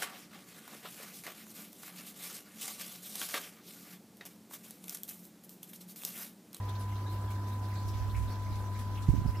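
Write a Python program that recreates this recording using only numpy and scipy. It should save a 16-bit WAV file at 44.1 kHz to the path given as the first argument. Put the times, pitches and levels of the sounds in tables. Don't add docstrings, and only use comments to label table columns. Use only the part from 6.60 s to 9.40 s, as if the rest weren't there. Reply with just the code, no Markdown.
import sys
import numpy as np
from scipy import signal
from scipy.io import wavfile
from scipy.ndimage import uniform_filter1d

SR = 44100
rng = np.random.default_rng(int(sys.argv[2]) if len(sys.argv) > 2 else 0)


def to_linear_factor(level_db):
    exponent = np.asarray(level_db, float) / 20
    return 10 ** exponent


def transcribe(signal):
    frames = np.atleast_2d(signal).T
    limited = np.clip(frames, -1, 1)
    pcm = np.round(limited * 32767).astype(np.int16)
    wavfile.write(sys.argv[1], SR, pcm)


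N = 123480
T = np.arange(N) / SR
LEFT_MINUS_RIGHT = np.array([[1], [-1]])
BREEZE_LEFT_DB = -11
DRIP_RISE = 0.06


def rms_one(x):
    return x / np.sqrt(np.mean(x ** 2) + 1e-20)


def at_hz(points, hz):
    table_hz, value = np.transpose(points)
    return np.interp(np.log(hz), np.log(table_hz), value)


def band(x, low_hz, high_hz):
    limits = [low_hz, min(high_hz, .45 * SR)]
    return signal.sosfilt(signal.butter(2, limits, "band", fs=SR, output="sos"), x)


def drift(rate):
    r = np.exp(-80 * np.pi * rate / SR)
    noise = rng.standard_normal(N // 40 + 2002)
    slow = signal.lfilter([1], [1, -2 * r, r * r], noise)[2000:]
    return np.interp(np.arange(N) / 40, np.arange(len(slow)), rms_one(slow - slow.mean()))


def pan(db):
    return to_linear_factor(np.array([[db / 2], [-db / 2]]))


def add(out, s, sound):
    i = int(s * SR)
    out[:, i:i + sound.shape[-1]] += sound[..., :max(N - i, 0)]


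def bed(spectrum, edges, patchy_db, shared_db):
    # (frequency [Hz], likeness [0-1])
    likeness = [(60, 0.71), (200, .995), (400, 0.81), (640, 0.74), (1400, 0.42), (3070, 0.2), (6730, 0.046),
                (14800, 0.032)]
    # (frequency [Hz], left-right level [dB])
    lean = [(60, -2), (380, -0.5), (1280, -2), (4350, 0), (8020, 3), (14800, 7.5)]
    steady_above_hz = 6000
    out, together = 0, drift(19.0)
    white = rng.standard_normal((2, 2, N))
    for k, (low, high) in enumerate(zip(edges, edges[1:])):
        mid, side = band(white[k % 2], low, high)
        hz = np.sqrt(low * high)
        alike = np.clip(at_hz(likeness, hz), 0, 1)
        flicker = patchy_db * min(steady_above_hz / hz, 1) * drift(10.6)
        gain = to_linear_factor(at_hz(spectrum, hz) + shared_db * together + flicker) * pan(at_hz(lean, hz))
        out = out + gain * (np.sqrt(1 + alike) * mid + np.sqrt(1 - alike) * side * LEFT_MINUS_RIGHT)
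    return rms_one(out)


def bubble(hz, length, rise):
    t = np.arange(int(2 * length * SR) + 8) / SR
    tone = np.sin(2 * np.pi * hz * (t + rise * t ** 2 / (2 * length)))
    return tone * (1 - np.exp(-t * hz / 2)) * to_linear_factor(-25 * t / length)


def burst(hz, width, length):
    noise = rng.standard_normal((3, SR // 4))
    t = np.arange(SR // 4) / SR
    shape = np.minimum(t / .002, 1) / (1 + (t / length) ** 3)
    partly_shared = 0.63 * noise[0] + noise[1:]
    return shape * rms_one(band(partly_shared, hz * (1 - width), hz * (1 + width)))


def pump():
    orders = [2, 4, 6, 18, 19, 20, 21, 25, 27, 31, 32]
    # (peak level [dB], left-right level [dB], left lead [rad])
    hum = [(-33, 0, 0), (-52.5, 0, 0), (-65, -1, -.2), (-68, 3, -.1), (-61, 3, .45), (-46.5, -2, 0),
           (-72, 3, 0), (-71, 2, .8), (-74, 0, .1), (-69, -14, 2.3), (-72, -10, 1.8)]
    mains_hz, wobble_db, weak_waver = 50.003, .4, 5.0
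    duck_from_s, duck_to_s, duck_db = 2.5, 2.71, -4
    right_sink_s, right_sink_db = 1.7, -3.2
    duck = duck_db * uniform_filter1d(1. * ((T > duck_from_s) & (T < duck_to_s)), size=600)
    sink = np.array([[-right_sink_db / 4], [right_sink_db * 3 / 4]])
    duck = duck + sink / (1 + np.exp((right_sink_s - T) / 0.071))
    out = 0
    for k, (db, lean_db, lead) in zip(orders, hum):
        waver = wobble_db * weak_waver
        if k in (2, 20):
            waver = wobble_db
        elif k == 4:
            waver = wobble_db * weak_waver / 2
        phase = 2 * np.pi * (k * mains_hz * T + rng.random())
        phase = phase + np.array([[lead], [0]]) + 0.12 * waver * drift(3.9)
        level = to_linear_factor(db + waver * drift(12.0) + duck * (k == 2))
        out = out + level * pan(lean_db) * np.cos(phase)
    return out


def garden_air():
    # (frequency [Hz], level per Hz [dB])
    air_spectrum = [(28, -31), (55, -1.5), (90, -11), (140, -14.5), (280, -13), (450, -21.5), (900, -21),
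                    (1700, -29.5)]
    return to_linear_factor(-46) * bed(air_spectrum, np.geomspace(28, 1700, num=15), patchy_db=1.08, shared_db=-0.95)


def trickle():
    # (frequency [Hz], level per Hz [dB])
    water_spectrum = [(1000, -31), (1700, -3.5), (3260, -7), (4100, -6.5), (4930, -7), (7590, -11),
                      (8950, -14.5), (11800, -11), (15200, -14.5)]
    return to_linear_factor(-57) * bed(water_spectrum, np.geomspace(1700, 16500, num=11), patchy_db=2.0, shared_db=1.07)


def fizz():
    per_s, level_db, low_hz, high_hz, cycles = 200, -73, 1478, 6700, 19.4
    out, draws = np.zeros((2, N)), rng.random((900, 4))
    times = np.cumsum(-np.log(draws[:, 0])) / per_s
    for s, (_, p, size, place) in zip(times, draws):
        hz = low_hz * (high_hz / low_hz) ** p
        if s < N / SR:
            level = to_linear_factor(level_db - 5.6 * np.log(size + 0.042))
            add(out, s, level * pan(6 * place - 3) * bubble(hz, cycles / hz, rise=0.094))
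    return out


def plinks():
    # (time [s], peak level [dB], pitch [Hz])
    pops = [(.01, -49, 1850), (.323, -49, 2070), (.405, -56, 2250), (.46, -51, 1620), (1.06, -58, 5250),
            (1.126, -48, 1970), (1.198, -49, 790), (1.2, -54, 615), (1.3, -55, 600), (1.72, -55, 620),
            (1.8, -55, 2000), (2.5, -58, 2550), (2.62, -56, 4300), (2.635, -60, 3850)]
    out = np.zeros((2, N))
    for s, db, hz in pops:
        length = .014 + 18 / hz
        add(out, s, to_linear_factor(db) * bubble(hz, length, DRIP_RISE)[None])
    return out


def drips():
    # (time [s], peak level [dB], pitch [Hz], length [s], pitch spread [share])
    falls = [(0.086, -46, 3710, 0.021, 0.17), (0.152, -48.5, 3850, 0.016, 0.14),
             (0.198, -53, 4070, .025, .2), (0.303, -56, 2780, .03, .15), (0.355, -53, 3910, .025, .05),
             (0.463, -50.5, 3850, 0.03, .05), (0.489, -51, 4030, 0.026, 0.056),
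             (0.676, -53, 3270, 0.02, 0.036), (0.7, -49, 2230, .016, .06), (.835, -60, 5800, .015, 0.056),
             (0.911, -51.5, 3760, 0.021, .04), (.93, -58, 4050, 0.025, .05), (1.05, -55, 3430, 0.014, 0.14),
             (1.154, -48.5, 4160, .045, 0.13), (1.281, -47.5, 5400, .02, 0.11),
             (1.283, -56, 3900, 0.016, .06), (1.328, -53, 3330, .025, 0.19), (1.373, -56, 5340, .06, 0.137),
             (1.495, -48, 3710, 0.019, .17), (1.545, -43.5, 2280, .011, 0.14),
             (1.561, -46, 2090, 0.024, 0.22), (1.677, -48, 3720, .014, 0.093),
             (1.704, -52, 4480, 0.037, 0.046), (1.71, -55, 5440, .04, .05), (1.741, -53, 3570, .02, .15),
             (1.844, -55.5, 6000, .02, .06), (1.86, -52, 2160, 0.017, 0.1),
             (1.919, -51, 4030, 0.016, 0.066), (2.052, -55, 5800, .012, 0.058),
             (2.068, -61, 5700, .025, .06), (2.144, -53, 3940, .018, .04),
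             (2.149, -46.5, 1990, 0.018, 0.13), (2.186, -58, 3750, .022, .04), (2.19, -53, 1900, .04, .1),
             (2.353, -48.5, 3180, .01, 0.3), (2.372, -46, 2730, .016, 0.2),
             (2.673, -49, 5070, 0.018, 0.055), (2.742, -47, 2030, .018, 0.025),
             (2.753, -49, 2780, .01, .05), (2.768, -50.5, 5200, .015, 0.047)]
    spatter_db, tone, ring_s = -8.5, 0.43, .016
    out = np.zeros((2, N))
    for (s, db, hz, length, spread), draws in zip(falls, rng.random((len(falls), 6, 3))):
        add(out, s, to_linear_factor(db + spatter_db) * burst(hz, spread, 1.36 * length))
        for k, (late, off, place) in enumerate(draws):
            slot = ((3 * k + 3) % 7 + off) / 7
            ring = bubble(hz * (1 + spread * (2 * slot - 1)), ring_s, DRIP_RISE)
            start = s + late * length * (k > 0)
            add(out, start, to_linear_factor(db - k) * tone * pan(8 * place - 4) * ring)
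    return out


def splats():
    # (time [s], level [dB], centre frequency [Hz], width [share], length [s])
    hits = [(0.091, -55, 7500, 0.89, 0.011), (0.194, -57.5, 11000, 0.088, 0.037),
            (0.206, -57.5, 6000, 0.62, 0.027), (0.499, -63, 13000, .15, .07),
            (0.702, -54, 10400, 0.71, 0.024), (1.279, -54.5, 8500, 1, 0.022),
            (1.334, -59, 4000, 0.48, 0.11), (1.501, -64.5, 11300, 0.27, 0.078),
            (1.56, -57.5, 7450, 0.52, 0.05), (1.954, -54.5, 5040, 0.47, 0.011),
            (2.189, -57, 10700, 0.21, 0.032), (2.19, -56, 3430, 0.47, 0.028),
            (2.419, -55, 4850, 0.78, 0.031), (2.481, -57, 6250, 0.78, 0.035)]
    out = np.zeros((2, N))
    for s, db, hz, width, length in hits:
        add(out, s, to_linear_factor(db) * pan(3.5) * burst(hz, np.clip(width, .05, .8), length))
    return out


def glugs():
    # (time [s], level [dB], start pitch [Hz], length [s])
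    big_bubbles = [
        (0.266, -64, 228, 0.09),
        (0.449, -50, 270.6, 0.14),
        (.885, -52, 215.7, 0.11),
        (0.907, -69, 321, 0.068),
        (1.236, -54.5, 282, 0.13),
        (1.489, -56, 246, 0.083),
        (1.632, -53, 260, 0.051),
        (2.167, -51.5, 198.4, 0.079),
        (2.286, -57, 244, .12),
        (2.728, -63, 304, 0.073),
    ]
    rise = 0.349
    out = np.zeros((2, N))
    for s, db, hz, length in big_bubbles:
        t = np.arange(int(length * SR)) / SR
        swell = np.sqrt(np.sin(np.pi * t / length))
        tone = np.sin(2 * np.pi * hz * (t + rise * t ** 2 / (2 * length)))
        add(out, s, to_linear_factor(db) * swell * tone[None])
    return out


def first_puff():
    time_s, length_s, level_db = 0.818, 0.041, -60
    shape = np.exp(-((T - time_s) / length_s) ** 4)
    puff = to_linear_factor(level_db) * shape * rms_one(band(rng.standard_normal(N), 50, 120))
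    return puff * LEFT_MINUS_RIGHT


def eddies():
    # (time [s], peak level [dB], pitch [Hz], length [s])
    whirls = [
        (1.04, -44, 195, .035),
        (1.258, -35, 55, .02),
        (1.3, -35, 60, .018),
        (1.357, -33, 65, .015),
        (1.424, -29, 58, .022),
        (1.459, -32, 80, .012),
        (1.489, -31, 75, .016),
        (1.539, -30, 62, .016),
        (1.588, -23, 62, .028),
        (1.637, -24.5, 60, .02),
    ]
    out = np.zeros((2, N))
    for s, db, hz, length in whirls:
        level = to_linear_factor(db + np.array([[BREEZE_LEFT_DB - 7.0], [0]]))
        out -= level * np.cos(2 * np.pi * hz * (T - s)) * np.exp(-((T - s) / length) ** 2)
    return out


def breeze():
    # (time [s], level [dB])
    strength = [(1.18, -75), (1.27, -45), (1.33, -47), (1.45, -46), (1.6, -45), (1.68, -41), (1.78, -65),
                (1.93, -38.5), (2.05, -62), (2.25, -49), (2.46, -46), (2.53, -44), (2.68, -45),
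                (2.73, -47.5)]
    low_hz, cut_hz, calm_db = 39.7, 77, -54
    s, db = np.transpose(strength)
    gust = np.sqrt(np.maximum(to_linear_factor(np.interp(T, s, db)) ** 2 - to_linear_factor(calm_db) ** 2, 0))
    noise = rng.standard_normal((2, N)) * to_linear_factor(3.0 * drift(5.5))
    rumble = band(noise, low_hz, cut_hz)
    rumble = rumble / np.sqrt(abs(uniform_filter1d(rumble ** 2, size=2600)) + 1e-9)
    return gust * to_linear_factor(np.array([[BREEZE_LEFT_DB], [4.0]])) * rumble


def buffets():
    # (time [s], right height [full scale], left height [full scale], pitch [Hz])
    swings = [(2.4895, -.36, -.18, 130), (2.494, .07, .09, 170), (2.498, .09, 0, 55), (2.5005, .12, 0, 120),
              (2.5068, -.22, -.02, 62), (2.519, .04, -.05, 85), (2.5335, .13, 0, 105),
              (2.5396, .16, 0, 200), (2.545, -.09, 0, 110), (2.5505, .11, 0, 215), (2.565, .11, -.02, 85),
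              (2.579, .05, 0, 200), (2.587, -.12, 0, 80), (2.5925, .09, -.02, 105), (2.598, .04, 0, 240),
              (2.604, -.03, .04, 90), (2.619, -.09, -.02, 134), (2.625, .04, 0, 70), (2.64, -.035, 0, 80),
              (2.653, .07, .02, 166), (2.661, .2, .04, 135), (2.682, -.11, 0, 75), (2.693, .1, -.03, 68),
              (2.7, -.04, 0, 70), (2.778, -.02, 0, 100), (2.794, .025, 0, 70)]
    cycles, edge = 0.37, 1.3
    out = np.zeros((2, N))
    for s, right, left, hz in swings:
        u = (T - s) * hz
        out += np.array([[left], [right]]) * np.cos(2 * np.pi * u) * np.exp(-abs(u / cycles) ** edge)
    return out


def wind():
    port = signal.butter(2, 600, fs=SR, output="sos")
    return signal.sosfiltfilt(port, eddies() + breeze() + buffets())


def scene():
    water = trickle() + fizz() + plinks() + drips() + splats() + glugs()
    return pump() + garden_air() + water + wind()


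def roll_off(x):
    return signal.sosfilt(signal.butter(12, 15390, fs=SR, output="sos"), x)


def record(dry):
    mono_bass_hz, mono_until_s = 190, 1.21
    side = (dry[0] - dry[1]) / 2
    low_pass = signal.butter(4, mono_bass_hz, fs=SR, output="sos")
    side_bass = signal.sosfiltfilt(low_pass, side) * np.clip((mono_until_s - T) / .02, 0, 1)
    mix = dry - side_bass * LEFT_MINUS_RIGHT + first_puff()
    return roll_off(mix)


dry = scene()
out = record(dry)
transcribe(out)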